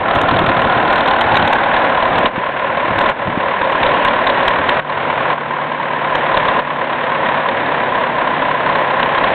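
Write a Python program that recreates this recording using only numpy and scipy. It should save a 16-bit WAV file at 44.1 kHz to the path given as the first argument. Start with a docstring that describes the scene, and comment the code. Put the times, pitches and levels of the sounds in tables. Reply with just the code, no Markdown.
"""A heavy V8 diesel truck creeps along a yard road at idle, knocking unevenly over the roar of its fan.
Each firing is a burst of impacts that rings the block and thuds in the crankcase; a hollow ring colours
the first seconds, and low hums swell and fade behind. Wind puffs and handling thumps hit a narrow-band,
hand-held microphone. Overload adds gritty distortion crackle in time with the firings, with short snaps
and clipping ticks on loud peaks. The level dips abruptly five times."""
import sys
import numpy as np
from scipy import signal
from scipy.fft import rfft, irfft, next_fast_len
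from scipy.io import wavfile
from scipy.ndimage import uniform_filter1d, map_coordinates

SR = 44100
rng = np.random.default_rng(int(sys.argv[2]) if len(sys.argv) > 2 else 0)


def transcribe(u):
    """Save the signal u as a 16-bit wav file named by the first command-line argument.

    u: samples, shape (n,) or (channels, n), limited to [-1, 1]; the rate is SR.
    q: integer samples, one column per channel.
    """
    v = np.clip(np.atleast_2d(u).T, -1, 1)
    q = np.round(v * 32767).astype(np.int16)
    wavfile.write(sys.argv[1], SR, q)


N = 411894

# Engine speed, sagging under load. Each row: time in seconds, speed in rpm.
ENGINE_RPM = [(0.0, 596.1), (0.6, 579.7), (1.0, 585.7), (1.5, 564.1), (2.2, 584.9), (3.65, 563.0),
              (3.9, 544.0), (5.2, 596.3), (5.85, 556.0), (6.75, 537.9), (7.2, 538.3), (7.7, 517.8),
              (8.95, 490.3), (9.34, 498.9)]
# The eight cylinders in firing order. 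Each row: lateness in firing intervals, clatter and thud accents in dB.
CYLINDERS = [(0, -5, -2.5), (0, -5, -20), (-.04, -4.5, -0.5), (-.06, 0.5, -1), (-.03, -1, -9),
             (.05, -5, -5.5), (-0.06, -1, -10), (0, -1, -1.5)]
# Fader ride on truck and hum. Each row: time in seconds, gain in dB.
TRUCK_FADER = [(0, -14), (.15, -10), (1.3, -9), (1.9, -10), (4.5, -10), (6.5, -10), (7.8, -13.5),
               (9.34, -11)]
# Engine block resonances. Each row: pitch in Hz, width in Hz, relative level in dB.
BLOCK_MODES = [(540, 36, -2.5), (675, 190, -13), (846, 52, -16.5), (1015, 111, 4), (1106.5, 67, -0.5),
               (1613, 230, -13), (1930, 200, -12)]
# The hollow ring. Each row: time in seconds, lower and upper resonance in Hz, relative level in dB.
HOLLOW_GLIDE = [(0, 733, 1330, -0.5), (.5, 677, 1328, -2.5), (1, 747, 1382, -2), (1.4, 827, 1494, 0),
                (1.8, 775, 1490, -6), (2.15, 680, 1182, -1.5), (2.35, 687, 1223, -18.5),
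                (2.6, 700, 1220, -63.5)]
# Gritty distortion crackle. Each row: time in seconds, level before saturation in dB.
CRACKLE_DRIVE = [(0, -46), (.35, -29.5), (1.5, -26), (1.7, -41), (2.2, -33.5), (2.5, -50), (4.3, -39.5),
                 (5.4, -53.5), (7.4, -39.5), (8.4, -45), (9.1, -37)]
# Loud peaks that distort. Each row: time in seconds, relative clipping tick and snap levels in dB.
OVERLOADS = [(0.1535, -29, -20), (0.2157, -24.5, -20), (0.4648, -34.5, -18), (0.6184, -33, -17),
             (0.9283, -28, -20), (1.078, -33, -15), (1.1156, -39.5, -20), (1.2117, -23.5, -12),
             (1.3566, -33.5, -10), (1.371, -23.5, -5.5), (1.478, -30.5, -10.5), (1.5325, -26, -10),
             (2.187, -30.5, -30), (2.259, -36.5, -9.5), (2.989, -25, -15.5), (3.015, -33, -18),
             (3.0987, -33.5, -21), (3.7208, -37.5, -27), (3.836, -52.5, -15), (4.0495, -25, -33),
             (4.273, -38.5, -7.5), (4.4817, -21.5, -12), (4.6949, -27.5, -8), (6.155, -31.5, -31),
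             (6.3768, -31.5, -16.5), (9.03, -58, -10), (9.185, -50.5, -14)]
# Wind puffs. Each row: peak time in seconds, half length in seconds, level in dB.
GUSTS = [(.21, .05, -19), (0.414, .07, -15), (0.669, 0.082, -21), (1.418, .09, -27), (2.2, .12, -26.5),
         (2.94, .08, -23.5), (3.318, .08, -18), (4.649, .15, -34)]
# Handling thumps. Each row: time in seconds, peak level in dB.
THUMPS = [(.212, -13.5), (0.37, -6), (0.442, -8), (2.248, -8), (2.381, -8.5), (3.377, -4.5)]
# Low hums. Each row: pitch in Hz, peak time in seconds, half length in seconds, relative level in dB.
HUMS = [(147.2, 8.24, 3.1, -25), (262.3, 7.8, 1.7, -30), (238, 1.5, 0.56, -24), (237.5, 8.5, 2.6, -25.5),
        (340.6, 0.8, 0.76, -24.5)]
# Level dips. Each row: start in seconds, fall time in seconds, drop in dB, extra depth at first in dB.
DIPS = [(2.27, 0.035, 7, 5.5), (3.101, 0.04, 7, 7), (4.798, 0.0086, 6.5, 5.5), (5.321, 0.033, 9.5, 0),
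        (6.599, .012, 6, 2)]
# EQ curves for the noisy layers. Each row: frequency in Hz, relative level in dB.
CLATTER_EQ = [(200, -26), (600, -3), (1000, 5.5), (1230, 4.5), (1500, 7), (1900, -0.5), (2300, 0),
              (3000, -6), (4000, -14), (5000, -14)]
THUD_EQ = [(50, -32.5), (120, -16.5), (240, -4.5), (400, -9.5), (540, -6.5), (700, -3.5), (900, -5),
           (1300, -10), (3000, -29.5)]
ROAR_EQ = [(25, -37), (55, -25.5), (100, -15), (240, -10.5), (420, -9.5), (540, -2), (800, -5),
           (1040, -4.5), (1230, -12.5), (1700, -8.5), (2200, -14), (4000, -26)]
CRACKLE_EQ = [(1200, -24.5), (2400, -6), (3400, 2), (4250, 6.5), (5000, -5.5)]
WIND_EQ = [(20, -16), (50, -8.5), (110, -2), (230, -2.5), (340, -3), (500, -15.5), (1200, -54.5)]
SNAP_EQ = [(800, -18), (2200, -3), (3200, 1), (4150, -.5), (4700, -12), (6000, -47)]
TICK_EQ = [(4000, -10), (6000, 1), (9000, -4.5), (15000, -19)]
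RASP_EQ = [(1500, -29.5), (2800, .5), (4200, 3.5), (5000, -18)]


def engine():
    """Each firing rattles the block and thuds in the crankcase; a steady fan roar fills the gaps."""
    _, clatter_db, thud_db = np.transpose(CYLINDERS)
    knocks = firings(clatter_db, lead=.08, rise_s=.0045, decay_s=.009,
                     memory=.88, grain_db=.5, lugging=1.8, scatter_db=1)
    ticks = firings(clatter_db, lead=.13, rise_s=.005, decay_s=.009,
                    memory=.85, grain_db=1.8, lugging=1, scatter_db=1.2)
    pushes = firings(thud_db, lead=.0601, rise_s=.0025, decay_s=.017,
                     memory=.88, grain_db=.5, lugging=.6, scatter_db=3.5)
    block = amp(-6.5) * resonate(knocks, BLOCK_MODES)
    clatter = amp(-11.5) * coloured(ticks, CLATTER_EQ)
    thud = amp(-17) * coloured(pushes, THUD_EQ)
    roar = amp(-5 + .74 * wobble(7)) * coloured(noise(), ROAR_EQ)
    ring = amp(-8) * hollow_ring(ticks + amp(1) * noise(), width_hz=140, upper_db=-5.5)
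    _, _, ring_db = curves(HOLLOW_GLIDE)
    duck = amp(-2.5 * amp(ring_db))  # the deeper body makes room for the ring
    return duck * (block + thud + roar) + clatter + ring


def firings(accents_db, lead, rise_s, decay_s, memory, grain_db, lugging, scatter_db):
    """One noise burst per firing, at rms 1 overall; lead delays them, in firing intervals."""
    rpm, = curves(ENGINE_RPM)
    cylinders = len(CYLINDERS)
    fired = np.cumsum(rpm / 60 * cylinders / 2) / SR  # each cylinder fires every second turn
    cycles = int(fired[-1]) // cylinders + 1
    firing = np.arange(cycles * cylinders)
    cylinder = firing % cylinders
    lateness = np.array(CYLINDERS)[cylinder, 0]
    starts = np.searchsorted(fired, firing + lateness + lead)
    # as the revs sag under load, the hard cylinders stand out more
    contrast = 1 + lugging * (1 - np.append(rpm, rpm[-1])[starts] / rpm.mean())
    accent_db = contrast * (accents_db - accents_db.mean())[cylinder]
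    sizes = amp(accent_db + scatter_db * rng.standard_normal(len(firing)))
    t = np.arange(SR // 16) / SR
    burst = (1 - np.exp(-(t / rise_s) ** 2)) * np.exp(-t / decay_s)
    # memory carries each cylinder's own rattle over into its next cycle
    patterns = rng.standard_normal((cycles, cylinders, len(t)))
    for cycle in range(1, cycles):
        patterns[cycle] = memory * patterns[cycle - 1] + np.sqrt(1 - memory ** 2) * patterns[cycle]
    blows = sizes[:, None] * burst * patterns.reshape(len(firing), -1)
    positions = starts[:, None] + np.arange(len(t))
    force = np.bincount(positions.ravel(), blows.ravel(), N)[:N]
    return unit(force * amp(grain_db * wobble(700)))


def hollow_ring(force, width_hz, upper_db):
    """Two gliding resonances, shaken by the force."""
    lower_hz, upper_hz, db = curves(HOLLOW_GLIDE)
    pole = np.exp(-2 * np.pi * width_hz / SR)

    def ring(hz):
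        carrier = np.exp(2j * np.pi * np.cumsum(hz) / SR)
        envelope = signal.lfilter([1], np.poly([pole, pole]), force / carrier)
        return unit((envelope * carrier).real)

    return amp(db) * (ring(lower_hz) + amp(upper_db) * ring(upper_hz))


def peak_boost(boost_db=2.5, half_s=.003):
    """Gain that punches the engine up for an instant at each listed overload."""
    t = np.arange(-SR // 40, SR // 40) / SR
    at = (np.array(OVERLOADS)[:, 0] * SR).astype(int)
    return amp(boost_db * pulses(at, np.ones(len(at)), bell(t, half_s)))


def distortion_crackle(ceiling=.61, tick_threshold=.3, tick_db=-9, tick_hz=4700):
    """Gritty distortion crackle in time with the firings; its largest spikes get a faint bright tick."""
    _, clatter_db, _ = np.transpose(CYLINDERS)
    bursts = firings(clatter_db, lead=.34, rise_s=.0012, decay_s=.003,
                     memory=0, grain_db=1.5, lugging=1, scatter_db=4.5)
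    drive_db, = curves(CRACKLE_DRIVE)
    crackle = ceiling * np.tanh(amp(drive_db) * coloured(bursts, CRACKLE_EQ) / ceiling)
    peaks = np.maximum(np.abs(crackle) - tick_threshold, 0)
    ticks = filtered(peaks, lambda hz: (hz > tick_hz) * tick_hz / np.maximum(hz, tick_hz))
    return crackle, amp(tick_db) * ticks


def distortion_snaps(snap_half_s=.0018, snap_trim_db=-3.5, tick_decay_s=.0003, tick_trim_db=-5):
    """A short distortion snap at each listed overload, with a bright clipping tick a millisecond later."""
    times, tick_db, snap_db = np.transpose(OVERLOADS)
    at = (times * SR).astype(int)
    t = np.arange(-SR // 100, SR // 100) / SR
    snap_envelope = pulses(at, amp(snap_db + snap_trim_db), bell(t, snap_half_s))
    tick_envelope = pulses(at + SR // 1000, amp(tick_db + tick_trim_db), np.exp(-np.abs(t) / tick_decay_s))
    return snap_envelope * coloured(noise(), SNAP_EQ), tick_envelope * coloured(noise(), TICK_EQ)


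def wind(breeze_db=-27.5, fade_db_per_s=3.5):
    """Lumpy puffs of air buffet the microphone, over a dying breeze."""
    t = np.arange(N) / SR
    puffs = sum(amp(db) * bell(t - peak, half) for peak, half, db in GUSTS)
    breeze = amp(breeze_db - fade_db_per_s * t)
    buffet = unit(amp(4.7 * wobble(35)) * coloured(noise(), WIND_EQ))
    return np.hypot(puffs, breeze) * buffet


def handling_thumps(width_s=.00094):
    """Each bump of the hand is one low push with a rebound on either side."""
    t = np.arange(N) / SR
    return sum(amp(db) * (1 - ((t - at) / width_s) ** 2) * bell(t - at, width_s) for at, db in THUMPS)


def hum():
    """Low background tones that waver a little as they swell and fade."""
    t = np.arange(N) / SR
    out = np.zeros(N)
    for hz, peak, half, db in HUMS:
        swell = amp(db + 1.3 * wobble(2.1)) * bell(t - peak, half)
        out += swell * np.sqrt(2) * np.sin(2 * np.pi * hz * t + .81 * wobble(4))
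    return out


def dips(recover_db_per_s=8.5, hold_s=.04, release_s=.063):
    """Gain of the sudden dips: a fall, a brief deeper notch, then a steady climb back."""
    loss_db = np.zeros(N)
    for start, fall, drop_db, notch_db in DIPS:
        age = np.arange(N) / SR - start
        notch = np.clip(1 - (age - hold_s) / release_s, 0, 1)
        depth_db = np.maximum(drop_db - recover_db_per_s * age, 0) + notch_db * notch
        loss_db = np.maximum(loss_db, np.clip(age / fall, 0, 1) * depth_db)
    return amp(-loss_db)


def amp(db):
    """Decibels to gain."""
    return 10 ** (np.asarray(db) / 20)


def unit(x):
    """x scaled to rms 1."""
    return x / np.sqrt(np.mean(x ** 2) + 1e-20)


def noise():
    """Fresh white noise."""
    return rng.standard_normal(N)


def bell(t, half_s):
    """A Gaussian swell peaking at t = 0."""
    return np.exp(-(t / half_s) ** 2 / 2)


def pulses(at, gains, shape):
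    """One scaled copy of the shape centred on each sample position."""
    return signal.fftconvolve(np.bincount(at, gains, N), shape, 'same')


def curves(rows):
    """An automation curve for each column after the time."""
    times, *columns = np.transpose(rows)
    return [np.interp(np.arange(N) / SR, times, column) for column in columns]


def wobble(rate):
    """A smooth random curve, rate knots a second."""
    return map_coordinates(rng.standard_normal(int(N * rate / SR) + 4), [np.arange(N) * rate / SR])


def filtered(x, response):
    """x through a complex frequency response."""
    size = next_fast_len(N + SR // 2)
    return irfft(rfft(x, size) * response(np.fft.rfftfreq(size, 1 / SR)), size)[:N]


def coloured(x, eq):
    """x through an EQ curve, at rms 1."""
    points_hz, db = np.transpose(eq)
    return unit(filtered(x, lambda hz: amp(np.interp(np.log(hz + 1), np.log(points_hz), db))))


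def resonate(x, modes):
    """x rung through resonances of alternating polarity, at rms 1."""
    def response(hz):
        return sum((-1) ** k * amp(db) * 1j * hz * width / (pitch ** 2 - hz ** 2 + 1j * hz * width)
                   for k, (pitch, width, db) in enumerate(modes))

    return unit(filtered(x, response))


def scene():
    """Truck and hum share one fader; the dips pull down only truck and wind."""
    fader = amp(curves(TRUCK_FADER)[0])
    truck = fader * engine() * peak_boost()
    return (dips() * (truck + wind()) + fader * hum() + handling_thumps())[None]


def record(dry, overload=.49, knee=10, rasp_db=-6, bump_db=-3, band_hz=3823, top_hz=15870):
    """Loud peaks overload and the band narrows; only clipping ticks and a faint hiss reach higher."""
    snaps, snap_ticks = distortion_snaps()
    crackle, crackle_ticks = distortion_crackle()
    limited = dry[0] / (1 + np.abs(dry[0] / overload) ** knee) ** (1 / knee)
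    # whatever exceeds the limit comes out as a short rasp and a low bump
    excess = np.abs(dry[0] - limited)
    excess_rms = np.sqrt(np.abs(uniform_filter1d(excess ** 2, size=120)))
    rasp = amp(rasp_db) * excess_rms * coloured(noise(), RASP_EQ)
    bump = amp(bump_db) * filtered(excess, lambda hz: (hz > 10) / (1 + 1j * hz / 70))
    clipped = np.clip(limited + snaps + crackle + rasp + bump, -.74, .74)
    narrow = filtered(clipped, lambda hz: 1 / np.sqrt(1 + (hz / band_hz) ** 36) / (1 + (hz / 4560) ** 80))
    mix = narrow + snap_ticks + crackle_ticks + amp(-100) * noise()
    return filtered(mix, lambda hz: hz < top_hz)[None]


dry = scene()
out = record(dry)
transcribe(out)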